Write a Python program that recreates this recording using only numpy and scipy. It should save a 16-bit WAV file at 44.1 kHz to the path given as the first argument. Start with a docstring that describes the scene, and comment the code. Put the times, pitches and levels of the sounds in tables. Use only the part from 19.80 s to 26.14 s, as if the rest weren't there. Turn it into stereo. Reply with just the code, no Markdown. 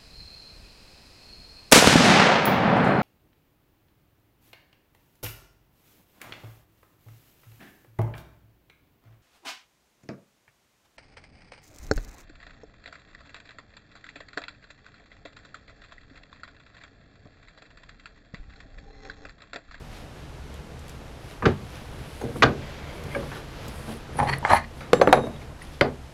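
"""Fleece sleeves rustle over the faint hum of a quiet workshop, close to a camera's two small microphones.
A bench vise is loosened: jaw and handle knock the iron and shake the bench, and the screw grinds in its
nut. A wooden block scrapes out, sticking and slipping; then a steel spacer drops, bounces and rings.
The camera widens the stereo picture and clips the highest peaks."""
import sys
import numpy as np
from scipy import signal
from scipy.fft import rfft, irfft, next_fast_len
from scipy.io import wavfile
from scipy.ndimage import uniform_filter1d, map_coordinates

SR = 44100
rng = np.random.default_rng(int(sys.argv[2]) if len(sys.argv) > 2 else 0)


def log_audio(samples):
    """Write samples as a 16-bit WAV file to the path given in sys.argv[1]."""
    # one column per channel
    frames = np.atleast_2d(samples).T
    # limit to full scale, then quantise
    limited = np.clip(frames, -1, 1)
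    pcm = np.round(limited * 32767).astype(np.int16)
    wavfile.write(sys.argv[1], SR, pcm)


N = 279569


def undb(db):
    return 10 ** (np.asarray(db) / 20)


def level(x, db):
    """Set the RMS level."""
    return x * undb(db) / np.sqrt(np.mean(x ** 2))


def decay(t, t60):
    return np.exp(-np.log(1000) * t / t60)


def band(x, lo_hz, hi_hz):
    return signal.sosfilt(signal.butter(2, [lo_hz, hi_hz], "band", fs=SR, output="sos"), x)


def curve(rows):
    """Columns of a table joined by straight lines in time."""
    s, *columns = np.transpose(rows)
    return [np.interp(np.arange(N) / SR, s, c, left=-120, right=c[-1]) for c in columns]


def at_hz(points, hz):
    """Points joined by straight lines on a log-frequency axis."""
    freqs, values = np.transpose(points)
    return np.interp(np.log(hz), np.log(freqs), values)


def add(out, s, sound):
    i = int(s * SR)
    out[:, i:i + sound.shape[-1]] += sound[..., :N - i]


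def rings(modes, seconds, damping=1):
    """Response of resonances to a tap; each blow lands elsewhere, so signs and sizes change."""
    t = np.arange(int(seconds * SR)) / SR
    hz, width, db = np.transpose(modes)[:, :, None]
    size = undb(db + 0.5 * rng.standard_normal(hz.shape)) * rng.choice([-1, 1], hz.shape) * width
    return np.sum(size * np.exp(-np.pi * width * damping * t) * np.sin(2 * np.pi * hz * t), axis=0)


def grit(per_s, spread_db):
    """Dense clicks of very uneven size."""
    clicks = (rng.random(N) < per_s / SR) * rng.standard_normal(N)
    return clicks * undb(spread_db * rng.exponential(size=N).clip(max=5))


def mic_pair(x, pan_db, lead_us):
    """A close source at the two microphones; positive values make the left louder and earlier."""
    size = x.shape[-1]
    hz, sides = np.fft.rfftfreq(size, 1 / SR), np.array([[.5], [-.5]])
    shade = hz ** 2 / (hz ** 2 + 300 ** 2)  # long waves bend round the camera body
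    delay = np.exp(2j * np.pi * hz * sides * lead_us / 10 ** 6)
    return irfft(rfft(x) * undb(sides * pan_db * shade) * delay, size)


def diffuse(size, side_share=1):
    """Noise from all sides: alike at both microphones in the bass, different in the treble."""
    mid, side = rng.standard_normal((2, size))
    side = side_share * signal.sosfilt(signal.butter(1, 1100, "high", fs=SR, output="sos"), side)
    return np.array([mid + side, mid - side])


# The still workshop at the microphones, mid and side: f/Hz, relative density/dB
AIR_MID = [(12, -30), (20, 1), (70, 0), (101, -7.5), (134, -4), (163, -18), (301, -11), (422, -24.5),
           (718, -16), (1090, -24.5), (3340, -31.5), (12400, -41.5), (16000, -78)]
AIR_SIDE = [(12, -65.5), (20, -52.5), (134, -5), (422, 1), (485, -2), (574, -1), (802, -1.5), (3340, -11),
            (9400, -19), (11100, -18), (16000, -39)]
# Hum, centred: f/Hz, half-width/Hz, level/dB
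HUM = [(67.5, 3.4, -48), (149, 12.7, -53.5)]
def air():
    """Room tone and microphone hiss, with a faint wavering hum."""
    hz = np.fft.rfftfreq(N, 1 / SR).clip(1)

    def noise(shape, db):
        return level(irfft(rfft(rng.standard_normal(N)) * shape, N), db)

    mid = noise(undb(at_hz(AIR_MID, hz)), db=-44)
    side = noise(undb(at_hz(AIR_SIDE, hz)), db=-47.5)
    for f, width, db in HUM:
        mid += noise(1 / (1 + ((hz - f) / width) ** 2), db)
    return np.array([mid + side, mid - side])


# Sleeves passing near the microphones: peak t/s, fine rustle/dB, coarse brushing/dB, swell/s
STROKES = [(0.172, -57.5, -41, 0.072), (0.392, -73, -48, 0.041), (0.752, -64, -46, 0.085),
           (1.1, -59.5, -44.5, 0.03), (1.51, -58, -43.5, 0.097), (1.97, -61, -40.5, 0.13),
           (2.414, -53, -47, 0.37), (2.58, -50, -46.5, 0.048), (2.898, -63, -52, .15),
           (3.158, -57.5, -59, 0.06), (3.33, -56.5, -51, 0.052), (3.57, -54.5, -38, 0.27),
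           (3.99, -51.5, -59, 0.19), (4.12, -49.5, -38, 0.069), (4.996, -56, -45, 0.048),
           (5.46, -57.5, -46.5, 0.035), (5.62, -63, -44, 0.064), (5.82, -58, -42, 0.018),
           (5.95, -60, -46, 0.075)]
def sleeve_strokes(fade_s=0.056):
    """Fine and coarse rustle envelopes: each stroke swells to its peak and fades."""
    t = np.arange(N) / SR
    return sum(undb([[fine_db], [coarse_db]]) * np.exp(np.minimum((t - s) / swell_s, (s - t) / fade_s))
               for s, fine_db, coarse_db, swell_s in STROKES)


# The bench under the vise: f/Hz, width/Hz, gain/dB
BENCH_MODES = [(72, 8.9, 5), (132.1, 8.6, 9), (175, 62, -10), (228, 6.7, 1.5), (276, 14, -1),
               (361, 34, -8.5), (477, 63, -2.5)]
# Hands at work on it: t/s, rumble gain/dB, fleece gain/dB
HANDS = [(0.0, -44.5, -49), (1.38, -43, -48.5), (1.91, -43, -49.5), (2.21, -39, -43.5), (2.5, -46, -44.5),
         (2.9, -39, -40.5), (3.37, -35.5, -45.5), (3.55, -44, -46.5), (3.85, -36, -39), (4.18, -41, -46.5),
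         (4.5, -33.5, -41.5), (4.85, -48, -50), (5.1, -38, -48), (5.61, -41, -66), (5.9, -46.5, -51),
         (6.34, -49.5, -50.5)]
def hands(knocks, shudder_s=0.024):
    """Grip, weight and blows rumble through the bench; fleece brushes over fleece and iron."""
    rumble_db, fleece_db = curve(HANDS)
    fine, coarse = sleeve_strokes()
    hold = np.exp(-2 / (shudder_s * SR))  # the bench rumbles on after each blow
    bass_power = signal.lfilter([1 - hold], [1, -hold], band(knocks, 40, 218.6) ** 2)
    shudder = undb(-6.5) * np.sqrt(bass_power)
    bench = signal.fftconvolve(grit(3000, 3.0), rings(BENCH_MODES, .2, damping=4.55))[:N]
    rumble = level(bench, 0) + level(band(rng.standard_normal(N), 58, 1400), -6.5)
    brush = diffuse(N) * (1 + 15 * uniform_filter1d(np.abs(grit(250, 1.4)), size=60))
    fleece = band(brush, 350, 3780) + 0.077 * band(brush, 1200, 2100)
    return (np.hypot(undb(rumble_db), shudder) * level(rumble, -1.82)
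            + np.hypot(undb(fleece_db), coarse) * level(fleece, -5)
            + fine * level(band(brush, 7800, 11340), 0.64))


# A cuff button, close by: f/Hz, width/Hz, gain/dB
BUTTON_MODES = [(3420, 250, 5), (4770, 500, -0.5), (7500, 1200, -0.5), (10400, 1970, -10.5),
                (12480, 900, -7.5)]
# Its soft snaps: t/s, relative level/dB, decay/ms
SNAPS = [(0.741, -47, 3), (0.992, -47.5, 4.4), (1.081, -46.5, 3), (1.094, -42, 4), (3.238, -44, 3.2),
         (3.881, -39, 6.2)]
def cuff_snaps(dry):
    """A brief soft crackle rings the button."""
    t = np.arange(SR // 20) / SR
    for s, db, decay_ms in SNAPS:
        touch = diffuse(len(t)) * np.exp(-t * 1000 / decay_ms)
        snap = signal.fftconvolve(touch, rings(BUTTON_MODES, .01)[None], axes=1)[:, :len(t)]
        add(dry, s, level(snap, db - 9.5))


# Decay of struck parts on the bench, at damping 1: f/Hz, t60/s
BODY_T60 = [(100, 0.76), (400, 0.164), (1500, 0.075), (5000, 0.068), (14000, 0.04)]
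def dense_modes(colour, hardness, rattle_s, damping, size):
    """Modes too many to count: half-octave noise bands, held while parts rattle, treble dying first."""
    t, hz = np.arange(size) / SR, np.fft.rfftfreq(size, 1 / SR).clip(1)
    centre = 90 * 2 ** np.arange(0, 7.6, .5)[:, None, None]
    windows = np.cos(np.pi * np.log2(hz / centre).clip(-.5, .5)) ** 2
    noise = diffuse(size, side_share=0.4)  # close up, both microphones hear much the same
    bands = irfft(rfft(noise) * windows, size)
    bands *= decay(damping * (t - rattle_s).clip(0), at_hz(BODY_T60, centre))
    bands *= 1 - np.exp(-t * centre * 0.66)  # low modes take longer to build up
    bands /= np.sqrt(np.mean(bands ** 2, axis=(1, 2), keepdims=True))
    db = at_hz(colour, centre) + 10 * np.log10(centre) + hardness * np.log2(centre / 1000)
    return level(np.sum(undb(db) * bands, axis=0), 0)


def blows(dry, wet, table, modes, colour, ring_db, room_db, pan_db, lead_us, low_hz, rise_ms):
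    """A quick rattle of contacts rings the struck part and the bench below it."""
    size = 3 * 2 ** 12
    t = np.arange(size) / SR
    fade = np.minimum(1, (t[-1] - t) * 10)
    for s, db, hardness, rattle_ms, thud_db, damping in table:
        contacts = rng.standard_normal(size) * np.exp(-t * 2000 / max(rattle_ms, .3))
        contacts[0] = 5.0  # the first touch is the hardest
        tilted = [(hz, width, gain + 0.94 * hardness * np.log2(hz / 1000)) for hz, width, gain in modes]
        ring, thud = (signal.fftconvolve(contacts, rings(m, size / SR, 1.4 * damping))[:size]
                      for m in (tilted, BENCH_MODES))
        thud *= (1 - np.exp(-t / 0.0039)) ** 2  # the heavy bench answers late
        body = dense_modes(colour, hardness, rattle_ms / 1000, damping, size)
        sound = body + level(ring, ring_db) + level(thud, thud_db)
        sound = band(sound * (1 - np.exp(-t * 1000 / rise_ms)), low_hz, .45 * SR)
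        sound = level(sound, db - 17.75)  # the blow fills only a small part of its stretch
        add(dry, s, mic_pair(sound, pan_db, lead_us) * fade)
        send_db = room_db + 0.4958 * (-10 - db)  # softer blows are heard more through the room
        add(wet, s, sound[0] * fade * undb(send_db))


# The iron vise, close and just left of centre: f/Hz, width/Hz, gain/dB
VISE_MODES = [(1199, 43, 14.5), (1317, 8.7, -13), (1590, 71, 5.5), (2340, 48, 2), (2530, 35, 2.5),
              (2900, 62, -18), (3350, 230, -18)]
# Its lesser modes: f/Hz, relative density/dB
VISE_BODY = [(47, -32), (80, 3.5), (515, 9), (993, 0), (1180, 9.5), (2180, -6), (2490, -9), (4700, -17),
             (11300, -58.5), (15000, -78)]
# Knocks: t/s, relative level/dB, hardness/(dB per octave), rattle/ms, bench thud/dB, damping factor
VISE_KNOCKS = [(1.623, -17, -5, 34, -18, 1.7), (1.655, -12, 4, 5, -4.5, 1.25),
               (2.6225, -5, 5.5, 14.4, -10, 3.3), (2.63, -6, 0, 2.4, -5, 0.54),
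               (3.348, -25, 0.5, 1.8, -7, 0.88), (3.516, -33, 0.5, 5.5, -16, 2.4),
               (3.556, -34, 0.5, 15, -30, 5.6), (5.007, -35, 4, 5.1, -29, 3.9),
               (6.0105, -9, 2.5, 0.62, -11, 5.5)]
def vise_knocks(dry, wet):
    """Handle and jaw strike the iron."""
    blows(dry, wet, VISE_KNOCKS, VISE_MODES, VISE_BODY,
          ring_db=-5.5, room_db=-13, pan_db=1, lead_us=44, low_hz=50, rise_ms=0.5)


# Hard contacts at the vise, slightly left: t/s, level/dB, f/Hz, t60/s
CLACKS = [(1.6545, -12.5, 1500, 0.033), (1.656, -15, 233.4, 0.13), (1.664, -14, 360, 0.14),
          (2.623, -16, 1241, .09), (2.632, -24.5, 1500, 0.24), (2.637, -15, 285, 0.188),
          (2.636, -27, 700, 0.14), (2.634, -22, 1600, 0.187), (4.6505, -11, 810, 0.045),
          (4.6505, -20.5, 2120, 0.054), (4.6502, -21.5, 3200, 0.0089), (4.7035, -9, 870, 0.022),
          (5.289, -12, 290, 0.085), (6.0102, -3.5, 2000, 0.0079), (3.349, -22, 1630, 0.0425),
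          (3.349, -21, 2257, 0.03), (3.359, -24, 560.8, 0.22), (4.7335, -9.5, 913, 0.089),
          (5.132, 0.5, 495, 0.045), (5.132, -26, 4300, 0.019), (5.216, -4, 540, 0.045),
          (5.214, -16, 4100, 0.02), (5.274, -1, 420, 0.011), (5.327, 2.5, 740, 0.028),
          (6.013, -15.5, 590, 0.093), (6.011, -18.5, 3100, 0.036), (6.011, -26, 4805, 0.1)]
def clacks(dry):
    """Where a hard blow lands, one damped resonance stands out."""
    t = np.arange(8192) / SR
    for s, db, hz, t60 in CLACKS:
        mode = band(np.sin(2 * np.pi * hz * t) * decay(t, t60), hz / 2, .45 * SR)
        clack = np.roll(mode, 8) * undb(db) * rng.choice([-1, 1])
        add(dry, s, mic_pair(clack, pan_db=1.4, lead_us=69.4))


# The bed of the vise, slightly left: f/Hz, width/Hz, gain/dB
BED_MODES = [(334, 490, -4), (465, 21, 9.5), (817, 160, 2.5), (1290, 85, -11), (1550, 74, 1.5),
             (2130, 230, -9.5), (2530, 72, -13.5), (4060, 160, -9)]
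# Its lesser modes: f/Hz, relative density/dB
BED_BODY = [(47, -45), (80, -18.5), (587, 14), (2090, -4.5), (2330, -17), (2840, -11), (4210, -21),
            (4600, -19.5), (10600, -37.5), (15000, -86)]
# Bumps of the handle: columns as VISE_KNOCKS
HANDLE_BUMPS = [(1.66, -8, -11, 17.2, 1, 1.46), (2.411, -26, -11, 24, -23, 1.7),
                (2.438, -19, -17, 20, -4.5, 0.41), (2.489, -29, -3, 3.5, 11, 0.9),
                (2.558, -21, -18, 9, -25, 1), (3.361, -22, -13, 2.5, -4, 0.74), (3.43, -30, -12, 9, -24, 1),
                (4.079, -25.5, -8.5, 17, -2.5, 0.6)]
def handle_bumps(dry, wet):
    """Dull bumps of the handle ring the bed with a soft onset."""
    blows(dry, wet, HANDLE_BUMPS, BED_MODES, BED_BODY,
          ring_db=4, room_db=-16.5, pan_db=1.5, lead_us=36.5, low_hz=67, rise_ms=3)


# Screw, handle and cuff, wide across the microphones: t/s, starting level/dB, f/Hz, t60/s
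TICKS = [(2.411, -47, 6500, 0.12), (3.312, -38, 2100, 0.12), (3.35, -46, 9505, 0.187),
         (4.165, -45.5, 9500, 0.049), (4.369, -38, 9660, 0.072), (4.386, -33.5, 9500, 0.081),
         (4.43, -41, 9530, 0.078), (4.584, -31, 10750, 0.0128), (5.562, -42, 3350, 0.046),
         (5.612, -36, 2220, 0.054), (5.817, -27, 1830, 0.0374), (5.82, -51.5, 9440, 0.21),
         (5.94, -50, 3420, 0.22)]
def ticks(dry):
    """Short bright contacts: noise in one resonance, wider the shorter it lasts."""
    t = np.arange(SR // 5) / SR
    for s, db, hz, t60 in TICKS:
        spread = 1 + min(0.0015 / t60, .4)
        noise = band(diffuse(len(t)), hz / spread, min(hz * spread, .45 * SR))
        add(dry, s, level(noise, db) * decay(t, t60))


# The screw, right of the microphones: f/Hz, width/Hz, gain/dB
SCREW_MODES = [(570, 59, 4), (1000, 69, -5), (2240, 310, -5), (3200, 120, -8), (4830, 120, -18)]
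# Its grinding as the handle turns: t/s, level/dB
TURN = [(2.74, -75), (2.83, -44.5), (2.93, -47), (3.02, -49.5), (3.11, -44), (3.25, -54), (3.34, -44),
        (3.45, -68), (3.5, -120)]
def screw():
    """Dense grains of friction in the nut ring the screw."""
    start, size = int(TURN[0][0] * SR), 2 ** 16
    grind = signal.fftconvolve(grit(3000, 1.8)[:size], rings(SCREW_MODES, .05))[:size]
    grind = level(grind, 0) * undb(curve(TURN)[0][start:start + size])
    out = np.zeros((2, N))
    add(out, TURN[0][0], mic_pair(grind, pan_db=-6, lead_us=-50))
    return out


# The wooden block in the jaws, just left of centre: f/Hz, width/Hz, gain/dB
BLOCK_MODES = [(550, 64, -11.5), (858, 105, 3.5), (1268, 47, -16), (1784, 136, -4), (2100, 120, -8),
               (2356, 61, -9.5), (3130, 73, -18), (4230, 117, -13.5)]
# Its lesser modes: f/Hz, relative density/dB
BLOCK_BODY = [(47, -43), (80, -36), (130, -23), (404, -25), (852, 9.5), (3540, -26), (4210, -26),
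              (8490, -32.5), (10300, -51), (15000, -79)]
# Its shifting pitch as it slides free: t/s, pitch factor
GLIDE = [(0, 0.93), (4.44, 0.84), (4.51, 1.18), (4.57, 1.1), (4.64, 1.04), (4.7, 0.89), (4.74, 0.95),
         (4.78, 1.08), (4.85, 1.1)]
# Two drags along the jaw, each: t/s, level/dB, relative hiss/dB, extra gain of modes above 1 kHz/dB
DRAGS = [
    [(4.33, -65.5, 5, 2), (4.365, -52.5, 1, -5), (4.388, -31, -17, -2), (4.41, -39.5, -17, -7.5),
     (4.46, -45.5, -8, 1), (4.495, -27, -22.5, 8.5), (4.515, -49.5, 3, 12), (4.535, -34, -20, 14),
     (4.56, -53, -2, 12), (4.6, -76, -30, 4)],
    [(4.6, -79, -31, 1), (4.64, -42, -31, -3), (4.67, -33, -38, -11), (4.706, -23.5, -20, 3),
     (4.75, -26.5, -4.5, 3), (4.778, -32.5, -14, 10), (4.812, -54, -30, 2), (4.85, -54, -22, 17)],
]
def block_scrape():
    """Stick-slip clicks shake the block; its end grain hisses on the jaw teeth."""
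    clicks = grit(1800, 2.8)
    glide = curve(GLIDE)[0]

    def gliding(modes, speed):
        ring = signal.fftconvolve(clicks, rings(modes, .1, damping=1.4))[:N]
        return map_coordinates(ring, [np.cumsum(speed)], order=1)

    low = gliding([m for m in BLOCK_MODES if m[0] <= 1000], glide)
    high = gliding([m for m in BLOCK_MODES if m[0] > 1000], glide ** 0.35)  # upper modes glide less
    body = dense_modes(BLOCK_BODY, hardness=4.4, rattle_s=0, damping=1, size=4096)
    rasp = level(signal.fftconvolve(clicks[None], body, axes=1)[:, :N], 0)
    grain = diffuse(N) * (0.5 + np.abs(clicks).clip(0, 3))
    hiss = level(band(band(grain, 9400, 11060), 6700, 17000), 0)
    out = np.zeros((2, next_fast_len(N)))
    for rows in DRAGS:
        silence = (rows[-1][0] + .02, -120, -20, 0)
        db, hiss_db, high_db = curve([*rows, silence])
        ring = (low + undb(high_db) * high) / np.std(low)
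        add(out, 0, undb(db) * (ring + rasp + undb(hiss_db) * hiss))
    return mic_pair(out, pan_db=0.6, lead_us=45.4)[:, :N]


# The block on its way out, slightly left: columns as VISE_KNOCKS
BLOCK_TAPS = [(4.390, -16.5, -4.5, 6.4, -24, 0.77), (4.401, -13, -6, 2.2, 6, 0.86),
              (4.428, -15, -16, 17, -9, 0.69), (4.469, -23.5, -6, 6.9, 6, 1.4),
              (4.493, -21.5, -3, 17, 33, 0.35), (4.628, -29, -17, 9, -20, 1.1),
              (4.650, -16, 2.5, 1, -32, 1.1), (4.706, -10, -8.5, 35, 3.5, 1.3),
              (4.716, -16.5, -0.5, 8.4, 1, 0.54), (4.7335, -9.5, -4.5, 1.7, -43, 0.68),
              (4.773, -29, 5, 6.2, -14, 0.73)]
def block_taps(dry, wet):
    """Sharp taps, and a longer rasping rattle near 4.49 s, ring the wood's clear modes."""
    blows(dry, wet, BLOCK_TAPS, BLOCK_MODES, BLOCK_BODY,
          ring_db=7.5, room_db=-13, pan_db=1.5, lead_us=57.5, low_hz=68, rise_ms=0.1)


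# The spacer's landings, a little further left: columns as VISE_KNOCKS
SPACER_BOUNCES = [(5.1315, -8, 5, 1.36, -4, 4.9), (5.142, -15.5, -17.5, 9, -11, 0.46),
                  (5.197, -20, -13, 5.5, -22, 2.3), (5.2135, -7, 1, 1.2, -27, 1.55),
                  (5.232, -17, -4, 2, -9, 0.51), (5.273, -8.5, -8.5, 7, -34, 3.1),
                  (5.289, -18.5, -2, 6.7, -13, 0.74), (5.3275, -4.5, 4.5, 3, -35, 3.5),
                  (5.335, -7.5, -2, 9.4, -6, 0.89), (5.369, -13, -3.5, 9.7, -2.5, 0.79),
                  (5.394, -25, -20, 2, -34, 1.4), (5.438, -22, -13, 3.5, -13, 1.5),
                  (5.469, -26.5, -8, 5.3, -15, 4.5), (6.0135, -12.5, 0, 5.46, -9, 1.43),
                  (6.04, -17, -6.5, 49, 3, 1.6)]
def spacer_bounces(dry, wet):
    """The dropped steel spacer clatters on the bed."""
    blows(dry, wet, SPACER_BOUNCES, BED_MODES, BED_BODY,
          ring_db=-3, room_db=-16, pan_db=2.5, lead_us=70, low_hz=167, rise_ms=0.27)


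# The spacer's own ring, close and wide: f/Hz, t60/s, gain/dB
SPACER_MODES = [(1130, 0.99, 5), (3760, 0.7, 6.5), (5250, 0.3, -10), (6000, 0.53, -7.5), (6240, 0.5, -6),
                (7526, 0.51, -8.5), (7800, 0.15, -14), (9140, 0.1, -7), (10200, 0.38, -11),
                (10320, 0.27, -6.5), (10800, 0.18, -21.5), (13240, 0.19, -20), (13400, 0.2, -21)]
# Hard landings: t/s, level/dB, then extra gain/dB under 5 kHz, from 7 to 8.5 kHz, above 8.5 kHz
CLINKS = [(5.132, -40, -7, 7, 1), (5.216, -40, -16.5, 6, -3), (5.284, -43.5, -12, -1, -6),
          (5.329, -41, -3.5, 0, 6.5)]
def spacer_clinks(dry, wobble_db=4.5, wobble_s=0.023):
    """Thin steel modes waver as the spacer rocks; the next hard landing stifles the ring."""
    t = np.arange(SR // 2) / SR
    hz, t60, db = np.transpose(SPACER_MODES)[:, :, None]
    for k, (s, hit_db, low_db, mid_db, top_db) in enumerate(CLINKS):
        free_s = CLINKS[k + 1][0] - s if k + 1 < len(CLINKS) else t[-1]
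        phase = 2 * np.pi * rng.random(hz.shape)
        split = 2 + 0.5 * rng.standard_normal(hz.shape)  # radians between the microphones
        waves = np.sin(2 * np.pi * hz * t + np.array([phase, phase + split]))
        sway = uniform_filter1d(rng.standard_normal((len(hz), len(t))), int(wobble_s * SR))
        sway_db = wobble_db * sway * np.sqrt(wobble_s * SR)
        extra_db = low_db * (hz < 5000) + np.where(hz > 8500, top_db, mid_db * (hz > 7000))
        ring = np.sum(undb(hit_db + db + extra_db + sway_db) * decay(t, t60) * waves, axis=1)
        stifle = ((free_s - t) * 200 + 1).clip(0, 1)
        add(dry, s, ring * stifle)


# The workshop's short echo, heard from the bench: f/Hz, t60/s
ROOM_T60 = [(60, 0.57), (250, 0.32), (1000, 0.22), (4000, 0.19), (12000, 0.12)]
def room(x):
    """Octave bands of diffuse echo, each fading at its own rate."""
    t, tail = np.arange(SR // 2) / SR, 0
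    for hz in 75.25 * 2 ** np.arange(8):
        tail += band(diffuse(len(t)), hz / 2 ** .5, hz * 2 ** .5) * decay(t, at_hz(ROOM_T60, hz))
    tail *= 1 - np.exp(-t / 0.0048)
    return signal.fftconvolve(x, tail / np.sqrt(np.sum(tail ** 2) / 2), axes=1)[:, :N]


def scene():
    """Work at the vise, heard close; the blows and the scrape also reach the walls."""
    dry, wet = np.zeros((2, N)), np.zeros((1, N))
    vise_knocks(dry, wet)
    block_taps(dry, wet)
    spacer_bounces(dry, wet)
    handle_bumps(dry, wet)
    spacer_clinks(dry)
    ticks(dry)
    cuff_snaps(dry)
    clacks(dry)
    drag = block_scrape()
    echo = room(wet + undb(-14.5) * drag[:1])
    return dry + drag + echo + hands(dry[0]) + screw() + air()


def record(dry, widen=1.45, ceiling=.96, top_hz=15800):
    """The camera widens the sides, clips the peaks and cuts the highest treble."""
    mid, side = (dry[0] + dry[1]) / 2, widen * (dry[0] - dry[1]) / 2
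    wide = np.clip([mid + side, mid - side], -ceiling, ceiling)
    return signal.sosfilt(signal.ellip(8, .2, 70, top_hz, fs=SR, output="sos"), wide)


dry = scene()
out = record(dry)
log_audio(out)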